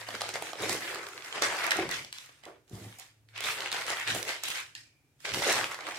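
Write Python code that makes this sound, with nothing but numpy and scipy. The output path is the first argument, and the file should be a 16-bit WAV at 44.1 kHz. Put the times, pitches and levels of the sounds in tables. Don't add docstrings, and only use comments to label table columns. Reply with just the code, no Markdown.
import sys
import numpy as np
from scipy import signal
from scipy.fft import rfft, irfft, next_fast_len
from scipy.io import wavfile
from scipy.ndimage import uniform_filter1d, map_coordinates

SR = 44100
rng = np.random.default_rng(int(sys.argv[2]) if len(sys.argv) > 2 else 0)


def bounce(signal):
    frames = np.transpose(np.atleast_2d(signal))
    limited = np.clip(frames, -1, 1)
    pcm = np.round(limited * 32767).astype(np.int16)
    wavfile.write(sys.argv[1], SR, pcm)


N = 263750

# f/Hz, level per Hz/dB (relative)
AIR_COLOUR = [(18, -53.5), (30, -9.5), (118, -10), (141, -10), (174, -29), (303, -21.5), (384, -28.5),
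              (1190, -38), (2300, -36), (3500, -41), (7670, -42), (10500, -44), (16000, -48)]
AIR_DB = -64.5
# f/Hz, likeness (1 = same)
EAR_LIKENESS = [(60, 0.9), (180, 0.9), (350, .88), (700, 0.7), (1650, 0.1), (15000, 0.04)]
# f/Hz, time to fall 60 dB/s
WALL_DECAY = [(200, 0.57), (600, 0.24), (1500, 0.24), (4000, 0.33), (10000, 0.33)]

# f/Hz, level/dB (relative), time to fall 60 dB/s
STEEL_RINGS = [(1820, 0.5, 0.3), (2380, -13.5, 1), (3000, -15.5, .2), (3900, -1, .16), (4850, -7, 0.41),
               (5300, -5, 0.34)]
NUDGE_S, NUDGE_DB, BLUR_HZ = 4.752, -49.5, 120

# t/s, level/dB (relative), hardness/dB per octave
THUDS_ON_TABLE = [(0.606, -23, 5), (0.638, -49, 3), (0.698, -16.5, 3), (0.953, -36, 15), (1.757, -21, 9),
                  (1.787, -8.5, 9), (1.817, -26, 5), (2.463, -31.5, 11), (2.481, -40, 11), (2.71, -29, -1),
                  (2.731, -30.5, -10), (2.762, -35, 7), (2.815, -34.5, -7), (2.847, -36, 9),
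                  (2.864, -40, -11), (2.985, -62, 31), (3.003, -67, 35), (4.086, -46, 1), (4.159, -24.5, 3),
                  (5.247, -46.5, -7), (5.359, -22.5, 5), (5.494, -27, 18)]
# f/Hz, level/dB (relative), time to fall 60 dB/s
TABLE_RINGS = [(109.7, -4, 0.12), (143, -14, .1), (188.6, -11.5, 0.25), (336.2, -7, 0.17),
               (378.6, -11, 0.26), (473, -29, 0.069), (524, -15, 0.035), (729, -15.5, 0.069),
               (774, -22, 0.13)]
# start t/s, rise/s, hold/s, rumble level/dB, drone minus rumble/dB
TABLE_DRAGS = [(.1, 0.03, 0.027, -53, -12), (.36, 0.083, 0.033, -60, -14), (.59, 0.019, 0.12, -46.5, -4),
               (.92, 0.033, .02, -59, -12), (1.4, 0.026, 0.059, -53, -6),
               (1.76, 0.027, 0.095, -43.5, -24.5), (1.9, 0.032, 0.097, -53.5, -6),
               (2.46, .01, .02, -72, -13), (2.705, 0.0052, 0.083, -47, -3), (2.81, 0.011, 0.044, -50, 5),
               (3.42, 0.031, 0.018, -52.5, -19), (3.72, 0.033, 0.042, -59, -19),
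               (4.065, 0.028, 0.072, -43.5, 0), (4.44, 0.031, 0.021, -56, -5),
               (4.75, 0.019, 0.075, -80, 13.5), (5.3, 0.038, 0.044, -40.5, -6),
               (5.5, 0.044, 0.094, -49, -4.5)]
# t/s, level/dB
DRONE_SWELL = [(0, -54.5), (.3, -53), (.55, -73), (1.1, -66), (2.2, -91.5), (3.0, -70), (3.38, -53.5),
               (3.5, -62), (4.0, -61), (4.9, -74.5), (5.2, -85), (5.98, -66.5)]
# f/Hz, level per Hz/dB (relative)
HOLLOW_COLOUR = [(15, -57.5), (25, -1.5), (70, 3.5), (101, -9), (123, 3), (238, -9.5), (260, -5.5),
                 (340, -8), (570, -120)]
DRONE_HZ, DRONE_WAVERS_HZ = 108.1, 1.7
SHAKE_DB = -18

# t/s, peak level/dB, bright f/Hz, fine minus peak/dB, low pop minus peak/dB,
# low pop f/Hz, left minus right/dB
CREASE_SNAPS = [(0.0153, -36, 4000, -19, -3, 1020, -6), (0.0874, -27, 3650, -20, -0.5, 1040, -2),
                (0.105, -30, 3100, -19.5, -7, 1410, 1), (0.11, -40, 4000, -12, -3, 1000, -1),
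                (0.143, -35, 2600, -19, 3.5, 500, 0), (0.1507, -25.5, 3500, -25, 1.5, 1180, -4),
                (0.209, -20.5, 3860, -27.5, -5.5, 1400, -2), (0.217, -17, 3700, -23, -2, 1040, -2),
                (0.2905, -23.5, 5180, -19, -6, 770, -2), (0.3393, -26, 5000, -25, -9, 430, -2),
                (0.3558, -24, 3500, -11, -0.5, 700, 0), (0.423, -23.5, 2600, 0.5, -1.5, 815, -1.5),
                (0.4695, -35.5, 2600, -12, 4, 1400, -5), (0.4938, -44, 4000, -9, -10, 783, -6),
                (0.5319, -26, 3450, -47, -1, 930, -3), (0.555, -34.5, 2560, -17, -3, 506, -4),
                (0.5945, -45, 4010, -12, -1, 840, -7), (0.622, -34, 3500, 6, 0, 401, -3),
                (0.6944, -17, 4030, -9, -4.5, 900, -3), (0.713, -30.5, 3500, -8, 1.5, 503, 1),
                (0.729, -28, 4540, 5, -7, 1800, -4), (0.9462, -33.5, 4500, -4, -12, 1960, -14),
                (0.957, -28, 2820, -15, 0, 1500, 1), (0.9862, -47, 5000, -7, -6, 1500, -1),
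                (1.03, -35, 4490, -10, -11, 1500, -3.5), (1.0674, -29, 3800, -16, -0.5, 1800, -2),
                (1.087, -40, 2840, 5, -8, 2070, -3.0), (1.1685, -43, 2570, -21, -3, 1480, 2),
                (1.1772, -30, 2820, -30.5, -7, 1840, -6), (1.207, -42, 2680, -16.5, 0, 2030, 2),
                (1.222, -37, 3145, -22.5, -8, 2130, -10), (1.2463, -36, 3780, -27, -17, 1160, -15),
                (1.259, -34, 3240, -22.5, -10, 2270, -2), (1.2784, -35, 2540, -27, -13, 1286, -3),
                (1.3094, -46, 2546, -16.5, -18, 2500, -1), (1.326, -23.5, 3000, -38, -23, 1330, -5),
                (1.3477, -33, 3060, -26, -18, 450, 1), (1.3792, -31.5, 3130, -23.5, 3.5, 635, -2),
                (1.4214, -12, 4990, -31, -8, 1440, -4), (1.567, -31, 5000, -1.5, -12, 1500, -5),
                (1.587, -35, 5050, -2, -3, 1500, -3), (1.642, -23, 4500, -4, 2, 1670, -2),
                (1.6656, -28, 6000, -0.5, 9, 1750, -6), (1.676, -30, 3020, -13, 3.5, 1400, 1),
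                (1.708, -12.5, 3900, -38, -31, 1720, -3.5), (1.7157, -28.5, 4650, -20, 11, 1860, -14),
                (1.719, -22.5, 4350, -27, 6.5, 1900, 11), (1.7684, -28, 5000, -14, -5, 1800, -11),
                (1.891, -24.5, 3950, -29, -2, 1630, 1), (1.9123, -26.5, 6000, -8.5, -20, 1540, -9),
                (2.047, -30, 3800, -25.5, -11.5, 689, -2), (2.1268, -24, 3600, -8.5, -33, 1570, -2.5),
                (2.184, -29.5, 3500, -27, -19, 1450, -7), (2.26, -40, 6000, -11, -10, 1500, -5),
                (2.293, -47, 2520, -20, 2.5, 1500, -3), (2.436, -41, 3130, -29, -6, 781, -6),
                (2.4532, -36.5, 3830, -28, -19, 450, -1), (2.678, -56, 4980, -13, -9, 2000, -7),
                (2.6958, -51.5, 6000, -3, -13.5, 800, -4), (2.7532, -43, 5500, -10, -5, 401, 1),
                (2.926, -42, 2530, -21.5, -11, 2500, 4), (2.987, -34.5, 8000, -27, -32, 748, -1),
                (2.997, -32.5, 6900, -30, -24, 780, -5), (3.2874, -50, 2940, -23, -20, 2460, -6),
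                (3.35, -51, 3160, -19, -12, 2170, -4), (3.3607, -36.5, 2900, -26, -10, 2000, -13),
                (3.3779, -26.5, 2950, -10, -24, 1800, -3), (3.406, -23.5, 3750, -8, -9, 1670, -9),
                (3.427, -30, 2500, -8, -15, 2370, 0), (3.439, -24, 3530, -32, -20, 1810, -9),
                (3.4563, -23.5, 3900, -15, -10, 1600, -6), (3.4868, -25, 2500, -20, 0, 1900, -9),
                (3.6054, -22, 3600, -36, -19, 1440, -4), (3.6594, -26.5, 2500, -19, -1.5, 2290, 3),
                (3.621, -27, 3200, -22, -5.5, 2300, -2), (3.673, -26.5, 2700, -14, -10, 2300, -3),
                (3.702, -43, 2560, -20, -25, 2050, -6), (3.632, -34, 4000, -18, -5, 2000, -4),
                (3.7166, -22.5, 3730, -10, -15, 2500, -5), (3.727, -17, 2990, -7.5, -10, 1280, 1),
                (3.745, -24.5, 2960, -14, -2.5, 1200, 1), (3.7657, -25, 2490, -21, -18.5, 1640, -8),
                (3.8113, -31, 4000, -14, -7, 1680, -14.5), (3.82, -27.5, 3000, -15, -5, 1700, -7),
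                (3.866, -25, 5770, -26, -7, 2130, -8), (3.881, -30, 3210, -18.5, 5, 1620, -3),
                (3.9033, -19, 4440, -24, -5, 1220, -1.5), (3.912, -29, 2600, -12.5, -1, 1500, -3),
                (3.97, -26, 2600, -25, -14, 1900, -8), (3.998, -28, 6290, -16.5, 1.5, 1460, -7),
                (4.0748, -20, 2700, -16, -22.5, 1700, -4), (4.1097, -25, 3590, -9, -10.5, 2070, -2),
                (4.1485, -29, 2970, 9, 0.5, 635, -0.5), (4.2278, -20.5, 4730, -31.5, -32, 1990, -4),
                (4.251, -33.5, 4170, 1.5, -1.5, 2080, -1.5), (4.2913, -20.5, 3370, -28, -14, 2200, -8),
                (4.4355, -23, 5960, -1.5, -5.5, 1960, 0.5), (4.484, -26, 3100, 3, -13, 1960, 3),
                (4.503, -22, 3680, 0.5, -29, 1880, -2), (4.556, -29, 3520, -21, -3, 2060, 9),
                (4.573, -28, 3500, -2.5, -14, 1600, 3), (4.6018, -31, 3000, -1.5, -18, 2010, 9),
                (4.7515, -26, 3900, -40, -49, 1800, -2), (5.204, -46, 4700, -21, -10, 2280, -11),
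                (5.2531, -25, 2700, -27, -2, 2330, 2), (5.277, -41, 2620, -26, -16, 538, 4),
                (5.318, -26, 3030, -24, -17, 1920, -4), (5.3384, -19.5, 3430, -30, -15, 926, -3),
                (5.3445, -19, 3500, -13, -11, 2000, 0), (5.372, -27.5, 2500, -15, 4, 500, 0),
                (5.393, -35, 2600, -15, 4, 500, 0), (5.421, -30.5, 3000, -20, 6.5, 900, 0),
                (5.427, -19, 3670, -15, -16, 710, -3), (5.468, -31, 3000, -15, 6.5, 500, 0),
                (5.512, -29, 2600, -15, 5, 1800, 1), (5.565, -22, 2500, -15, -2, 1000, 5),
                (5.4965, -16.5, 3720, -21, -3.5, 645, 1), (5.5266, -18.5, 4720, -6, -5, 1350, 2),
                (5.6116, -25.5, 2510, -20, 4, 1400, 9), (5.642, -18.5, 2620, -35, -4.5, 1550, 0.5),
                (5.712, -36, 4000, -17.5, -2, 740, -6), (5.7158, -28.5, 3960, -23, 5.5, 1300, 0),
                (5.723, -36.5, 7000, -5, -8, 2000, -2), (5.744, -28, 4000, -15, -10, 1750, -2),
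                (5.789, -37, 4500, -6, 7, 1300, -3), (5.8077, -38.5, 3140, -23, 6.5, 1900, -5),
                (5.8675, -38, 2690, -8, 8.5, 2080, -3), (5.8872, -35, 3520, -2, 5.5, 1700, -8),
                (5.9103, -34.5, 4000, -10, 7.5, 1850, -8), (5.921, -34, 5000, -9, 6, 1900, -2),
                (5.972, -40, 5000, -8, -3, 2000, -4)]
SNAP_RISE_MS, SNAP_T60_MS = 0.33, 14
FINE_HZ = 7220
CLICK = 5

# t/s, delay of the left ear/ms, left minus right/dB
SHEET_PLACE = [(0, -0.028, -1), (.7, -0.021, -1.5), (1.2, -0.088, -1), (1.7, -0.22, -1.5),
               (2.2, -0.23, -0.5), (2.7, -0.29, -3.5), (3.2, -0.046, -1), (3.7, 0.028, 0), (4.2, 0.032, -1),
               (4.7, 0.29, -2.5), (5.2, 0.078, -2), (5.98, -0.074, -2.5)]
# start t/s, rise/s, hold/s, crackle level/dB,
# then fine crackle, wobble and airy hiss, each minus crackle/dB
SHEET_MOVES = [(-.02, 0.013, 0.016, -46, -4, -6, -10.5), (.06, 0.016, 0.1, -47, -7.5, -5, -10.5),
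               (.2, 0.0066, 0.081, -45.5, -1, -2.5, -20), (.33, 0.014, 0.0098, -37.5, -9, -7, -19),
               (.39, 0.041, 0.064, -44, -3.5, -5, -14.5), (.58, 0.048, 0.02, -35, -4.5, -0.5, -18),
               (.68, 0.013, 0.047, -36, -3, -2, -9.5), (.8, 0.0077, 0.11, -42, -9.5, -3.5, -10.5),
               (.88, 0.029, 0.085, -43, -10, -2.5, -32), (1.0, 0.024, 0.17, -48, -6, -5, -17),
               (1.22, 0.025, 0.054, -47, -5, -8, -12), (1.32, 0.029, 0.028, -36.5, -9, -4, -35),
               (1.415, 0.0063, 0.019, -28.5, -4, -6.5, -29), (1.495, 0.019, 0.042, -39, -5.5, 1, -17),
               (1.57, 0.014, 0.043, -36, -20, -6.5, -15.5), (1.63, 0.011, 0.036, -31.5, -11.5, -6.5, -27.5),
               (1.7, 0.0083, 0.077, -38.5, -14, -4.5, -14.5), (1.785, 0.005, 0.046, -41, -10, 5, -23),
               (1.88, 0.035, 0.058, -39.5, -6.5, -9, -14.5), (2.125, 0.016, 0.051, -52, -8, -17, -11),
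               (2.17, 0.036, 0.047, -55, -7, -17, -9.5), (2.27, 0.016, 0.11, -64.5, -3, -11, -15),
               (2.425, 0.011, 0.014, -54.5, -10, -14, -23), (2.458, 0.0078, 0.02, -62, -21, 13.5, -11),
               (2.675, .005, .02, -83, 8, -11, -1), (2.7, 0.035, 0.11, -59.5, -2, 4.5, -2),
               (2.8, 0.039, 0.13, -63.5, -2.5, -2.5, -1), (2.985, 0.011, 0.029, -54, -6, -11, -11),
               (3.283, 0.0059, 0.014, -69, -6.5, -11, -7.5), (3.34, 0.017, 0.065, -43.5, -15.5, -14.5, -38),
               (3.42, 0.028, 0.077, -37, -8.5, -8, -8), (3.56, 0.012, 0.086, -41.5, -6.5, -3, -28),
               (3.71, 0.015, 0.1, -41, -5.5, -4, -15), (3.86, 0.021, 0.04, -38, -2, -4, -15.5),
               (3.96, 0.005, 0.051, -36.5, -20.5, -18, -17), (4.06, 0.022, 0.027, -32, -10.5, -11.5, -17.5),
               (4.14, 0.0042, 0.034, -44.5, -3.5, 3.5, 0.5), (4.26, 0.019, 0.028, -35.5, -8, -7, -15),
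               (4.43, 0.013, 0.078, -40.5, -7.5, -10.5, -7.5), (4.54, 0.01, 0.026, -38.5, -6, -18, -20),
               (4.748, 0.0072, 0.035, -63.5, 9.5, -38.5, -22), (5.195, 0.019, 0.036, -62, -5.5, -20, -2.5),
               (5.245, 0.0057, 0.047, -40, -4.5, -5.5, -25), (5.33, 0.0075, 0.065, -40.5, -1.5, -2.5, -6.5),
               (5.415, 0.0069, 0.095, -36, 1.5, -2, -17), (5.46, 0.012, 0.028, -35.5, 0, 4, -18),
               (5.495, 0.013, 0.081, -33.5, -3, -2.5, -16), (5.6, 0.008, 0.11, -44, -21, -4.5, -12),
               (5.71, 0.0093, 0.023, -49, -5.5, -5, -25), (5.785, 0.019, 0.065, -49.5, -10, 1.5, -19),
               (5.862, 0.0067, 0.044, -44, -5, -1, -23), (5.93, 0.025, .06, -47.5, -1, -3, -24)]
# t/s, level/dB
UPPER_CRACKLE = [(0, -3.5), (.2, 2.5), (.4, -11), (.6, -6), (.72, -11.5), (.9, -1.5), (1.15, -17),
                 (1.35, -2), (1.43, -2.5), (1.52, 0), (1.64, 0), (1.72, -10), (1.8, 2), (1.95, -4.5),
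                 (2.13, -10.5), (2.3, -11), (2.5, -1.5), (2.72, -13), (2.9, -1.5), (3.05, -8.5),
                 (3.38, -3.5), (3.47, -2), (3.6, -7.5), (3.75, 5.5), (3.9, -8), (4.0, -9), (4.1, -6),
                 (4.3, -3), (4.45, 2.5), (4.6, -8.5), (4.8, -8.5), (5.25, -1), (5.4, -4.5), (5.55, -3.5),
                 (5.7, -2), (5.85, -3), (5.98, -0.5)]
# f/Hz, level per Hz/dB (relative)
PAPER_COLOUR = [(120, -32), (200, -2.5), (249, -18.5), (328, -1), (360, -3), (548, -4), (671, -5.5),
                (867, -5), (2050, -1.5), (2860, -3.5), (8120, -9), (14900, -20.5), (16000, -30)]
# t/s, upper f/Hz, lower f/Hz
SHEET_BEND = [(0, 1757, 680), (.5, 1670, 560), (.7, 1994, 421), (1.0, 1517, 511), (1.45, 1560, 618),
              (1.52, 1490, 694), (1.6, 1525, 896), (1.68, 1345, 902), (1.74, 1950, 691), (1.82, 1817, 365),
              (2.0, 2287, 486), (2.13, 3570, 760), (2.31, 1880, 805), (2.5, 1533, 501), (2.72, 2670, 366),
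              (3.0, 2230, 774), (3.38, 2450, 603), (3.55, 1937, 697), (4.0, 1683, 860), (4.09, 2540, 663),
              (4.2, 2080, 422), (4.3, 2250, 660), (4.7, 2110, 777), (4.78, 1800, 700), (5.25, 2480, 528),
              (5.4, 2204, 550), (5.47, 1522, 486), (5.5, 1505, 620), (5.56, 1986, 800), (5.61, 1427, 795),
              (5.98, 1726, 675)]
BODY_LO_HZ, BODY_HI_HZ = 990, 2010
LIFT_DB = 12
UNEVEN_DB = 1.2
RISE_DB, FADE_DB_PER_S = 14.5, 177.5

LOW_CUT_HZ, TOP_HZ = 106, 16400
EARS = np.array([[1], [-1]])


def amp(db):
    return 10 ** (np.asarray(db) / 20)


def unit(x):
    return x / np.sqrt(np.mean(x ** 2) + 1e-20)


def along(points, hz):
    f, v = np.transpose(points)
    return np.interp(np.log(hz + 1), np.log(f + 1), v)


def curves(rows):
    s, *cols = np.transpose(rows)
    return [np.interp(np.arange(N) / SR, s, c) for c in cols]


def wander(rate):
    knots = rng.standard_normal(int(N * rate / SR) + 4)
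    return map_coordinates(knots, [np.arange(N) * rate / SR])


def swells(rows):
    start, rise, hold, db, *parts_db = np.transpose(rows)[:, :, None]
    t = np.arange(0, N, 32) / SR
    rising = RISE_DB * np.clip(1 - (t - start) / rise, 0, None)
    fading = FADE_DB_PER_S * np.clip(t - start - rise - hold, 0, None)
    shape_db = db - rising - fading
    gains = []
    for part_db in [0, *parts_db]:
        power = np.sum(amp(np.maximum(shape_db + part_db, -200)) ** 2, axis=0)
        gains.append(np.interp(np.arange(N) / SR, t, np.sqrt(power)))
    return gains


def filtered(x, response):
    m = next_fast_len(x.shape[-1] + 8192)
    spectrum = rfft(x, m) * response(np.fft.rfftfreq(m, 1 / SR))
    return irfft(spectrum, m)[..., :x.shape[-1]]


def paired(pair):
    def mix(hz):
        turn = np.arccos(np.clip(along(EAR_LIKENESS, hz), -1, 1)) / 2
        return np.array([np.cos(turn), np.sin(turn)])
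    mid, side = filtered(pair, mix)
    return np.array([mid + side, mid - side])


def whitened(x):
    m = next_fast_len(N)
    z = rfft(x, m)
    power = uniform_filter1d(np.abs(z) ** 2, 1500, axis=1)
    return irfft(z / np.sqrt(power + 1e-9), m)[:, :N]


def room_air():
    air = paired(rng.standard_normal((2, N)))
    return amp(AIR_DB) * unit(filtered(air, lambda hz: amp(along(AIR_COLOUR, hz))))


def room(x):
    hop, out = SR // 5, np.zeros((2, N + 2 * SR))
    for start in range(0, N, hop):
        hz, t, z = signal.stft(rng.standard_normal((2, SR // 2)), SR, nperseg=256)
        fade = amp(-60 * t / along(WALL_DECAY, hz)[:, None])
        tail = signal.istft(z * fade, SR, nperseg=256)[1]
        tail_s = np.arange(tail.shape[1]) / SR
        tail = paired(tail * (1 - np.exp(-(tail_s / .008) ** 2)))
        tail = tail / np.linalg.norm(tail[0])
        echo = signal.fftconvolve(x[:, start:start + hop], tail, axes=1)
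        out[:, start:start + echo.shape[1]] += echo
    return out[:, :N]


def scissors():
    out, t = np.zeros((2, N)), np.arange(SR // 2) / SR
    for hz, db, t60 in STEEL_RINGS:
        blur = filtered(rng.standard_normal((2, 2, len(t))), lambda f: 1 / (1 + (f / BLUR_HZ) ** 2))
        ring = unit(blur[0] * np.sin(2 * np.pi * hz * t) + blur[1] * np.cos(2 * np.pi * hz * t))
        fade = amp(NUDGE_DB + db - 60 * t / t60) * (1 - np.exp(-t / .006))
        out[:, round(NUDGE_S * SR):][:, :len(t)] += fade * ring
    return out


def table_drags():
    dragging, ringing = swells(TABLE_DRAGS)
    wobbling = swells(SHEET_MOVES)[2]
    drone_hz = DRONE_HZ + DRONE_WAVERS_HZ * wander(14.0)
    phase = 2 * np.pi * np.cumsum(drone_hz) / SR + .2 * wander(6) * EARS
    drone_level = np.hypot(ringing, amp(curves(DRONE_SWELL)[0]))
    drone = np.sqrt(2) * drone_level * np.sin(phase)
    one, other = rng.standard_normal((2, N))
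    rumble = np.array([one + 0.41 * other, one - 0.07 * other])
    rumble = unit(filtered(rumble, lambda hz: amp(along(HOLLOW_COLOUR, hz))))
    return drone + np.hypot(dragging, amp(SHAKE_DB) * wobbling) * rumble


def table_thuds():
    out, t = np.zeros(N + SR), np.arange(SR // 2) / SR
    for s, db, hard_db in THUDS_ON_TABLE:
        ring = np.zeros(len(t))
        for hz, level, t60 in TABLE_RINGS:
            ring_db = level + hard_db * np.log2(hz / 330) + rng.normal(0, 0.88)
            ring += amp(ring_db - 60 * t / t60) * np.sin(2 * np.pi * hz * t)
        soft_start = 1 - np.exp(-t / 0.002)
        out[round(s * SR):][:len(t)] += amp(db) / 3 * ring * soft_start
    return out[:N]


def snaps():
    size, early = 4096, 16
    out, t, hz = np.zeros((2, N + SR)), np.arange(size) / SR, np.fft.rfftfreq(size, 1 / SR)
    place_s, lag_ms, _ = np.transpose(SHEET_PLACE)
    ms = t * 1000
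    fade = amp(-60 * np.minimum(ms / SNAP_T60_MS, 3)) * (t < .08) * (1 - np.exp(-ms / SNAP_RISE_MS))
    for s, db, bright_hz, fine_db, pop_db, pop_hz, pan_db in CREASE_SNAPS:
        shared, left, right = rng.standard_normal((3, size))
        shared[round(SNAP_RISE_MS * SR / 1000)] += CLICK * np.sign(shared[0])
        burst = rfft(fade * (shared + .5 * np.array([left, right])))
        lag = np.exp(-1j * np.pi * hz * np.interp(s, place_s, lag_ms) / 1000 * EARS)
        parts = ((bright_hz, 1.3, 0), (FINE_HZ, 1.8, fine_db), (pop_hz, 1.3, pop_db))
        for centre, q, part_db in parts:
            width = 1j * hz * centre / q
            ring = width / (centre ** 2 - hz ** 2 + width)
            soften = (1 + 1j * hz / (2.2 * centre)) ** 2
            part = np.roll(irfft(burst * ring * lag / soften), early, axis=1)
            part = part / np.abs(part).max(axis=1, keepdims=True)
            out[:, round(s * SR):][:, :size] += amp(db + part_db + pan_db * EARS / 2) * part
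    return out[:, early:N + early]


def bursts(s, hz, cycles, gain, spread_ms, size):
    draw = rng.standard_normal((len(s), 2))
    place_s, lag_ms = np.transpose(SHEET_PLACE)[:2]
    lag = (np.interp(s, place_s, lag_ms) + spread_ms * draw[:, 0]) * SR / 2000
    out = []
    for side in (1, -1):
        start = s * SR + side * lag
        first = np.floor(start).astype(int)
        turns = (np.arange(size) + 1 - (start - first)[:, None]) * hz[:, None] / SR
        wave = np.sin(2 * np.pi * turns) * np.exp(-turns / cycles)
        wave = wave * np.sign(draw[:, 1:]) * gain[:, None]
        at = np.clip(first[:, None] + np.arange(size), 0, N)
        out.append(np.bincount(at.ravel(), wave.ravel(), N + 1)[:N])
    return np.array(out)


def crackle(count, mid_hz, octaves, tail_db, cycles, size):
    draw = rng.random((count, 4))
    clumps = count // 5
    clump = rng.random(clumps)[(draw[:, 0] * clumps).astype(int)]
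    s = clump * N / SR + .01 * draw[:, 1]
    hz = np.clip(mid_hz * 2 ** (octaves * (2 * draw[:, 2] - 1)), 100, 15000)
    gain = amp(-tail_db * np.log(draw[:, 3] + .02))
    return unit(bursts(s, hz, cycles, gain, spread_ms=0.17, size=size))


def bent(x, column, octaves, patchy_db):
    hz, t, z = signal.stft(x, SR, nperseg=512)
    s, centre_hz = np.transpose(SHEET_BEND)[[0, column]]
    away = np.log2((hz[:, None] + 1) / np.interp(t, s, centre_hz)) / octaves
    patches = uniform_filter1d(rng.standard_normal(z.shape[1:]), 4, 0)
    patches = unit(uniform_filter1d(patches, 8, 1))
    gain = amp(LIFT_DB * (np.exp(-away ** 2 / 2) - 3.0) + patchy_db * patches)
    return signal.istft(z * gain, SR, nperseg=512)[1][:, :N]


def register(x, lo_hz, hi_hz):
    def colour(hz):
        edges = (1 + (lo_hz / (hz + 1)) ** 6) * (1 + (hz / hi_hz) ** 6)
        return amp(along(PAPER_COLOUR, hz)) / np.sqrt(edges)
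    return unit(filtered(x, colour))


def sheet():
    crackling, fizzing, wobbling, brushing = swells(SHEET_MOVES)
    slide = rng.standard_normal((2, N))
    small = crackle(count=9000, mid_hz=4000, octaves=1.9, tail_db=1.7, cycles=1.5, size=96)
    large = crackle(count=2400, mid_hz=550, octaves=1.134, tail_db=1.2, cycles=2.2, size=900)
    small, large = unit(whitened(small)), unit(whitened(large))
    grain = bent(small + 0.9 * slide, column=1, octaves=1.0, patchy_db=2.5)
    flap = bent(large + 1.17 * paired(slide), column=2, octaves=0.9, patchy_db=1.0)

    lower = amp(UNEVEN_DB * wander(22)) * register(grain, BODY_LO_HZ, BODY_HI_HZ)
    upper = amp(UNEVEN_DB * wander(22)) * register(grain, BODY_HI_HZ * 1.3, 4600)
    upper = amp(curves(UPPER_CRACKLE)[0]) * upper
    middle = crackling * (lower + upper) / np.sqrt(2)
    fine = fizzing * register(grain, 5400, 9500)
    airy = brushing * register(.4 * grain + slide, 10500, 18000)
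    low = wobbling * register(flap, 210, 1700)
    return (middle + fine + airy + low) * amp(curves(SHEET_PLACE)[1] * EARS / 2)


def scene():
    paper, creases = sheet(), snaps()
    send = amp(-8) * paper + amp(-3) * creases
    echo = filtered(room(send), lambda hz: 1 / (1 + 1j * hz / 6000))
    return room_air() + echo + scissors() + table_drags() + table_thuds() + creases + paper


def record(dry):
    def response(hz):
        bass_cut = (1j * hz / (LOW_CUT_HZ + 1j * hz)) ** 2
        return np.clip((TOP_HZ - hz) / 600, 0, 1) * bass_cut
    return filtered(dry, response)


dry = scene()
out = record(dry)
bounce(out)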